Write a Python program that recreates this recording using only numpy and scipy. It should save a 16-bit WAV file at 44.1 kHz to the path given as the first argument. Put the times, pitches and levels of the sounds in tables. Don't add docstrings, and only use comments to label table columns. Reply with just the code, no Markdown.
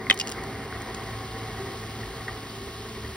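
import sys
import numpy as np
from scipy import signal
from scipy.fft import rfft, irfft
from scipy.io import wavfile

SR = 44100
rng = np.random.default_rng(int(sys.argv[2]) if len(sys.argv) > 2 else 0)


def unload_wav(signal):
    wavfile.write(
        sys.argv[1],
        SR,
        np.round(np.clip(np.atleast_2d(signal).T, -1, 1) * 32767).astype(np.int16),
    )


N = 139356
TIME, FREQ = np.arange(N) / SR, np.fft.rfftfreq(N, 1 / SR)

# time_s, turns_per_s
SHAFT_SPEED = [(0, 54.1), (.25, 54.55), (.75, 54.75), (1.2, 54.87), (1.45, 55.08), (2.3, 55.05),
               (3.16, 55.07)]
# shaft_multiple, level_db, unsteadiness (0-1), fade_db_per_s
HUM_PARTIALS = [(1, -55, .7, 0), (2, -42.8, .36, 0), (3, -60, .6, 0), (4, -53, .6, 0), (5, -52, .6, 1),
                (7, -54, .8, 0), (8, -53.5, .5, 0), (12, -65, .4, -1.5), (14, -51, .6, 4),
                (20, -50.5, .15, .5), (22, -60.5, .4, -.3)]
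# time_s, gain_db
HUM_FADER = [(0, -2), (.1, 4.5), (.2, -8.5), (.4, -5.5), (.7, 0), (1.3, 1.5), (1.7, 0.5), (2.2, -1.5),
             (3.16, -0.5)]
# pitch_hz, width_hz, level_db, fade_db_per_s
WHINES = [(2820, 220, -59, 0), (3150, 160, -62, -1), (5480, 200, -69, 0), (7400, 100, -69, 0),
          (8920, 90, -69, -1.5), (9570, 110, -62, 3)]
# pitch_hz, width_hz, level_db, fade_db_per_s
BUCKET_MODES = [(50.4, 6.1, -57, -2.5), (74.7, 7.5, -57.5, -4), (221, 33, -51, 0), (271, 44, -54, -0.5),
                (348, 35, -55, -2), (402, 92, -51.5, -1), (450, 29, -52, 0.5), (540, 43, -56.5, 1.3),
                (670, 60, -54.5, -0.5), (1028, 190, -50, 0.5), (1213, 120, -55.5, 0.5),
                (1864, 88, -53.5, -0.6), (2060, 370, -49, 0.55)]
# time_s, gain_db
CHURN_FADER = [(0, -1.5), (.2, 0), (.3, 2), (.8, 1.5), (1.2, 0.4), (1.63, 0.7), (1.8, -1), (2.1, -0.5),
               (2.5, -2), (3.16, -3.5)]
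# time_s, level_db
DRONE_FADER = [(0, -41.5), (.12, -43), (.26, -50), (.43, -41), (.6, -47.5), (.85, -45.5), (1.1, -50.5),
               (1.5, -56), (1.63, -38.5), (1.76, -46), (2, -48.5), (2.12, -46.5), (2.37, -56),
               (2.56, -43.5), (2.85, -50.5), (3.16, -45)]
# time_s, level_db
HOLLOW_FADER = [(0, -75), (.2, -48), (.9, -48.5), (1.6, -47.5), (2.1, -53.5), (2.33, -45.5), (2.55, -61),
                (2.7, -52.5), (3.16, -68)]
# freq_hz, density_db
RUMBLE_EQ = [(20, -100), (35, -96), (50, -73.5), (130, -65.5), (190, -71), (340, -78), (500, -75),
             (590, -84.5), (820, -74), (890, -81), (1300, -77.5), (1700, -78), (2200, -95), (2600, -100),
             (5000, -125)]
# freq_hz, density_db
FIZZ_EQ = [(300, -100), (2000, -86), (2550, -83), (3050, -81), (4500, -80.7), (5500, -85), (6100, -88.5),
           (7300, -88.7), (8400, -90), (9500, -89.7), (10100, -94), (12000, -94.2), (14300, -92.3),
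           (15700, -93.5), (15950, -120)]
# time_s, gain_db
FIZZ_FADER = [(0, -5.5), (.09, -2.5), (.25, -1.5), (.6, -2), (1.1, 0.14), (2, 0.1), (3.16, 0)]
# start_s, level_db, contact_s, tilt_db_per_octave, ping_gain_db, ping_hz
POST_HITS = [(.0983, -4, 0.0027, 3.5, -6.5, 3400), (0.1086, -6.5, 0.0023, 1, 0, 3080)]
# pitch_hz, gain_db, t60_s
CASE_MODES = [(1480, -16, 0.014), (2000, -3.5, 0.0096), (2543, -10.5, .016), (3670, -11, 0.017),
              (4350, -25, .012), (4800, -29, 0.013)]
# pitch_hz, gain_db, t60_s
THUD_MODES = [(95, -32, 0.17), (242, -23, 0.051), (389, -26, 0.061), (536, -27.5, 0.22), (778, -28.5, 0.12),
              (1223, -20.5, 0.03)]
# start_s, level_db, hold_s, tilt_db_per_octave, ring_gain_db
CONTACT_TICKS = [(.1052, -25, .0035, 4, -20), (.126, -29, .0018, -12, -6), (.1404, -35.5, .005, 9, -25),
                 (.1752, -32, .0022, -2, -6), (.1895, -30, .0015, 4.5, -12), (.1982, -23, .0036, -1.5, 2),
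                 (.2046, -31, .0012, -2, -2), (.2109, -22, .0012, -9, 3), (.2133, -24, .0008, -4, 4),
                 (.2721, -28, .0015, 2.5, 0), (.2795, -34, .003, -1, -6), (.292, -33, .002, 1, -5),
                 (.3003, -32, .0008, 10, -20), (.3161, -26, .0008, 4, -6), (.3203, -31, .002, 2, 2),
                 (.437, -36, .001, 4, -15), (.819, -35.5, .0008, 8, -20), (.9445, -36.5, .005, 0, -12),
                 (1.386, -45, .001, 20, -30)]
# freq_hz, gain_db
CRACKLE_EQ = [(500, -31), (2100, -7.5), (2600, 0), (3100, 2), (3900, -1), (4800, 0.5), (5700, -1),
              (6800, 2), (9300, -6), (10800, -14.5), (15500, -20)]
# pitch_hz, gain_db, t60_s
TERMINAL_MODES = [(2837, -5, 0.016), (4720, -8, 0.028), (5450, -7.5, 0.019)]
# start_s, ring_db, pitch_hz, plop_db
BUBBLE_CUES = [(.0668, -26, 2090, -38), (.3813, -35, 2090, -42), (.7237, -37, 1700, -33.5),
               (.808, -35, 1860, -39), (2.032, -33, 1900, -42), (2.2808, -23, 1900, -36),
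               (2.2888, -29, 1870, -37), (2.292, -33.5, 1160, -41), (2.496, -39, 4550, -50)]
# freq_hz, left_lead_rad, likeness (0-1)
PORT_IMAGE = [(20, 0, 1), (200, 0, .999), (550, -.2, .93), (750, 0, .96), (1100, 0, .98), (2100, 0, .99),
              (2400, .4, .65), (2700, 1.65, .68), (3600, 1.2, .7), (4600, 1.1, .7), (5000, .35, .78),
              (5400, .55, .78), (6000, 1.65, .68), (6600, 3.02, .98), (7300, 3.14, .998), (8000, 3.3, .98),
              (8600, 4.3, .72), (9900, 6.2, .99), (10900, 6.3, .99), (11900, 7.5, .62), (12700, 9.3, .98),
              (13500, 9.42, .997), (14200, 9.55, .97), (15000, 10.8, .6), (16000, 12.2, .75)]
# freq_hz, left_lead_rad, left_minus_right_db
KNOCK_IMAGE = [(200, 0, 0), (650, -.3, 4), (1050, -1.2, -7), (1500, -.4, -8), (2000, .55, 0),
               (2500, 1.2, -5), (3100, 1.75, 2), (3800, 2.6, 3), (5000, 0, 0)]


def motor(wobble=.0019, wobble_hz=22.3, flutter_hz=7.2, whine_onset_s=.4):
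    turns = np.cumsum(curve(SHAFT_SPEED) * (1 + wobble * drift(wobble_hz))) / SR
    hum = np.zeros(N)
    for multiple, db, unsteady, fade_db in HUM_PARTIALS:
        steady = np.sqrt(2 * (1 - unsteady ** 2))
        flutter = unsteady * (drift(flutter_hz) + 1j * drift(flutter_hz))
        tone = np.exp(2j * np.pi * (multiple * turns + rng.random()))
        hum += amp(db - fade_db * TIME) * ((steady + flutter) * tone).real
    whine = band_stack(WHINES) * np.minimum(TIME / whine_onset_s, 1)
    return np.array([hum * amp(curve(HUM_FADER)), np.zeros(N)]) + whine


def churn(flicker_db=2):
    boom = band_stack(BUCKET_MODES)
    drone = noise_band(hz=390, width_hz=27) * amp(curve(DRONE_FADER))
    hollow = noise_band(hz=767.4, width_hz=31.6) * amp(curve(HOLLOW_FADER))
    strength_db = curve(CHURN_FADER)
    rumble = noise(amp(spectrum(RUMBLE_EQ, FREQ))) * amp(strength_db)
    return boom * amp(strength_db + flicker_db * drift(rate_hz=23.5)) + drone + hollow + rumble


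def fizz(flicker_db=1.43):
    hiss = noise(amp(spectrum(FIZZ_EQ, FREQ))) * amp(curve(FIZZ_FADER))
    grain = unit(amp(flicker_db * drift(rate_hz=340)))
    return hiss * grain


def knocks(rise_s=.0009, pivot_hz=2000):
    out, t = np.zeros(N), TIME[:SR // 5]
    for start_s, db, contact_s, tilt_db, ping_db, ping_hz in POST_HITS:
        case = sum(amp(gain + tilt_db * np.log2(hz / pivot_hz)) * ring(t, hz, rise_s, contact_s, t60)
                   for hz, gain, t60 in CASE_MODES)
        thud = sum(amp(gain) * ring(t, hz, rise_s, contact_s, t60) for hz, gain, t60 in THUD_MODES)
        ping = amp(ping_db) * ring(t, ping_hz, rise_s, contact_s, t60=.012)
        add(out, start_s, amp(db) * (case + thud + ping))
    freqs, lead, pan_db = np.transpose(KNOCK_IMAGE)
    lead, pan = np.interp(FREQ, freqs, lead), amp(np.interp(FREQ, freqs, pan_db))
    placement = np.array([pan, np.exp(-1j * lead)]) * np.sqrt(2 / (1 + pan ** 2))
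    return irfft(rfft(out) * placement, N)


def wire(crack_gain_db=-22, rise_s=.0005, pivot_hz=4000):
    out, t = np.zeros((2, N)), TIME[:SR // 5]
    for start_s, db, contact_s, *_ in POST_HITS:
        add(out, start_s, amp(db + crack_gain_db) * crackle(rise_s, contact_s, tilt_db=0, t60=.009))
    for start_s, db, hold_s, tilt_db, ring_db in CONTACT_TICKS:
        metal = sum(amp(gain + tilt_db * np.log2(hz / pivot_hz)) * ring(t, hz, rise_s, hold_s, t60)
                    for hz, gain, t60 in TERMINAL_MODES)
        add(out, start_s, amp(db) * crackle(rise_s, hold_s, tilt_db, t60=.0075))
        add(out[0], start_s, amp(db + ring_db) * metal)
    return out


def crackle(rise_s, hold_s, tilt_db, t60):
    size = SR // 10
    t, hz = TIME[:size], np.fft.rfftfreq(size, 1 / SR)
    corner_hz = CRACKLE_EQ[1][0]
    colour = amp(spectrum(CRACKLE_EQ, hz) + tilt_db * np.log2(np.maximum(hz, corner_hz)))
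    grit = unit(irfft(rfft(rng.standard_normal((2, size))) * colour, size))
    return grit * np.minimum(t / rise_s, 1) * decay(t, hold_s, t60)


def bubbles(rise_s=.001, hold_s=.003, t60=.016):
    out, t = np.zeros((2, N)), TIME[:SR // 10]
    for start_s, ring_db, hz, plop_db in BUBBLE_CUES:
        plop = noise_band(hz=1550, width_hz=1300)[0, :len(t)]
        plop *= np.minimum(t / rise_s, 1) * decay(t, hold_s, t60)
        add(out[0], start_s, amp(plop_db) * plop + amp(ring_db) * ring(t, hz, rise_s, hold_s, t60))
    return out


def echoes(pair, send_db=-17, predelay_s=.003):
    t = TIME[:SR // 4]
    tail = rng.standard_normal((2, len(t))) * decay(t, hold_s=0, t60=.09) * (t > predelay_s)
    return amp(send_db) * signal.fftconvolve(pair[:1], tail / np.linalg.norm(tail[0]), axes=1)[:, :N]


def ports(pair):
    freqs, lead, likeness = np.transpose(PORT_IMAGE)
    lead, likeness = np.interp(FREQ, freqs, lead), np.interp(FREQ, freqs, likeness)
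    mid, side = rfft(pair) * np.sqrt([(1 + likeness) / 2, (1 - likeness) / 2])
    return irfft([mid + side, (mid - side) * np.exp(-1j * lead)], N)


def ring(t, hz, rise_s, hold_s, t60):
    envelope = (1 - np.exp(-(t / rise_s) ** 2)) * decay(t, hold_s, t60)
    return envelope / envelope.max() * np.sin(2 * np.pi * hz * t)


def decay(t, hold_s, t60):
    return amp(-60 * np.maximum(t - hold_s, 0) / t60)


def band_stack(bands):
    return sum(amp(db - fade_db * TIME) * noise_band(hz, width) for hz, width, db, fade_db in bands)


def noise_band(hz, width_hz):
    return unit(noise(1 / np.sqrt(1 + (2 * (FREQ - hz) / width_hz) ** 4)))


def noise(gain):
    return irfft(rfft(rng.standard_normal((2, N))) * gain, N) * np.sqrt(SR / 2)


def drift(rate_hz):
    return unit(irfft(rfft(rng.standard_normal(N)) / (1 + (FREQ / rate_hz) ** 4), N))


def curve(points):
    return np.interp(TIME, *np.transpose(points))


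def spectrum(points, hz):
    freqs, values = np.transpose(points)
    return np.interp(np.log(hz + 1), np.log(freqs + 1), values)


def amp(db):
    return 10 ** (np.asarray(db) / 20)


def unit(x):
    return x / np.sqrt(np.mean(abs(x) ** 2) + 1e-20)


def add(mix, start_s, sound):
    part = mix[..., round(start_s * SR):][..., :sound.shape[-1]]
    part += sound[..., :part.shape[-1]]


def scene():
    hits, clicks = knocks(), wire() + bubbles()
    bed = motor() + churn() + fizz()
    return ports(bed + clicks) + hits + echoes(hits + clicks)


def record(dry, cutoff_hz=16500):
    lowpass = signal.firwin(511, cutoff_hz, window=("kaiser", 9), fs=SR)
    return signal.oaconvolve(dry, lowpass[None], "same")


dry = scene()
out = record(dry)
unload_wav(out)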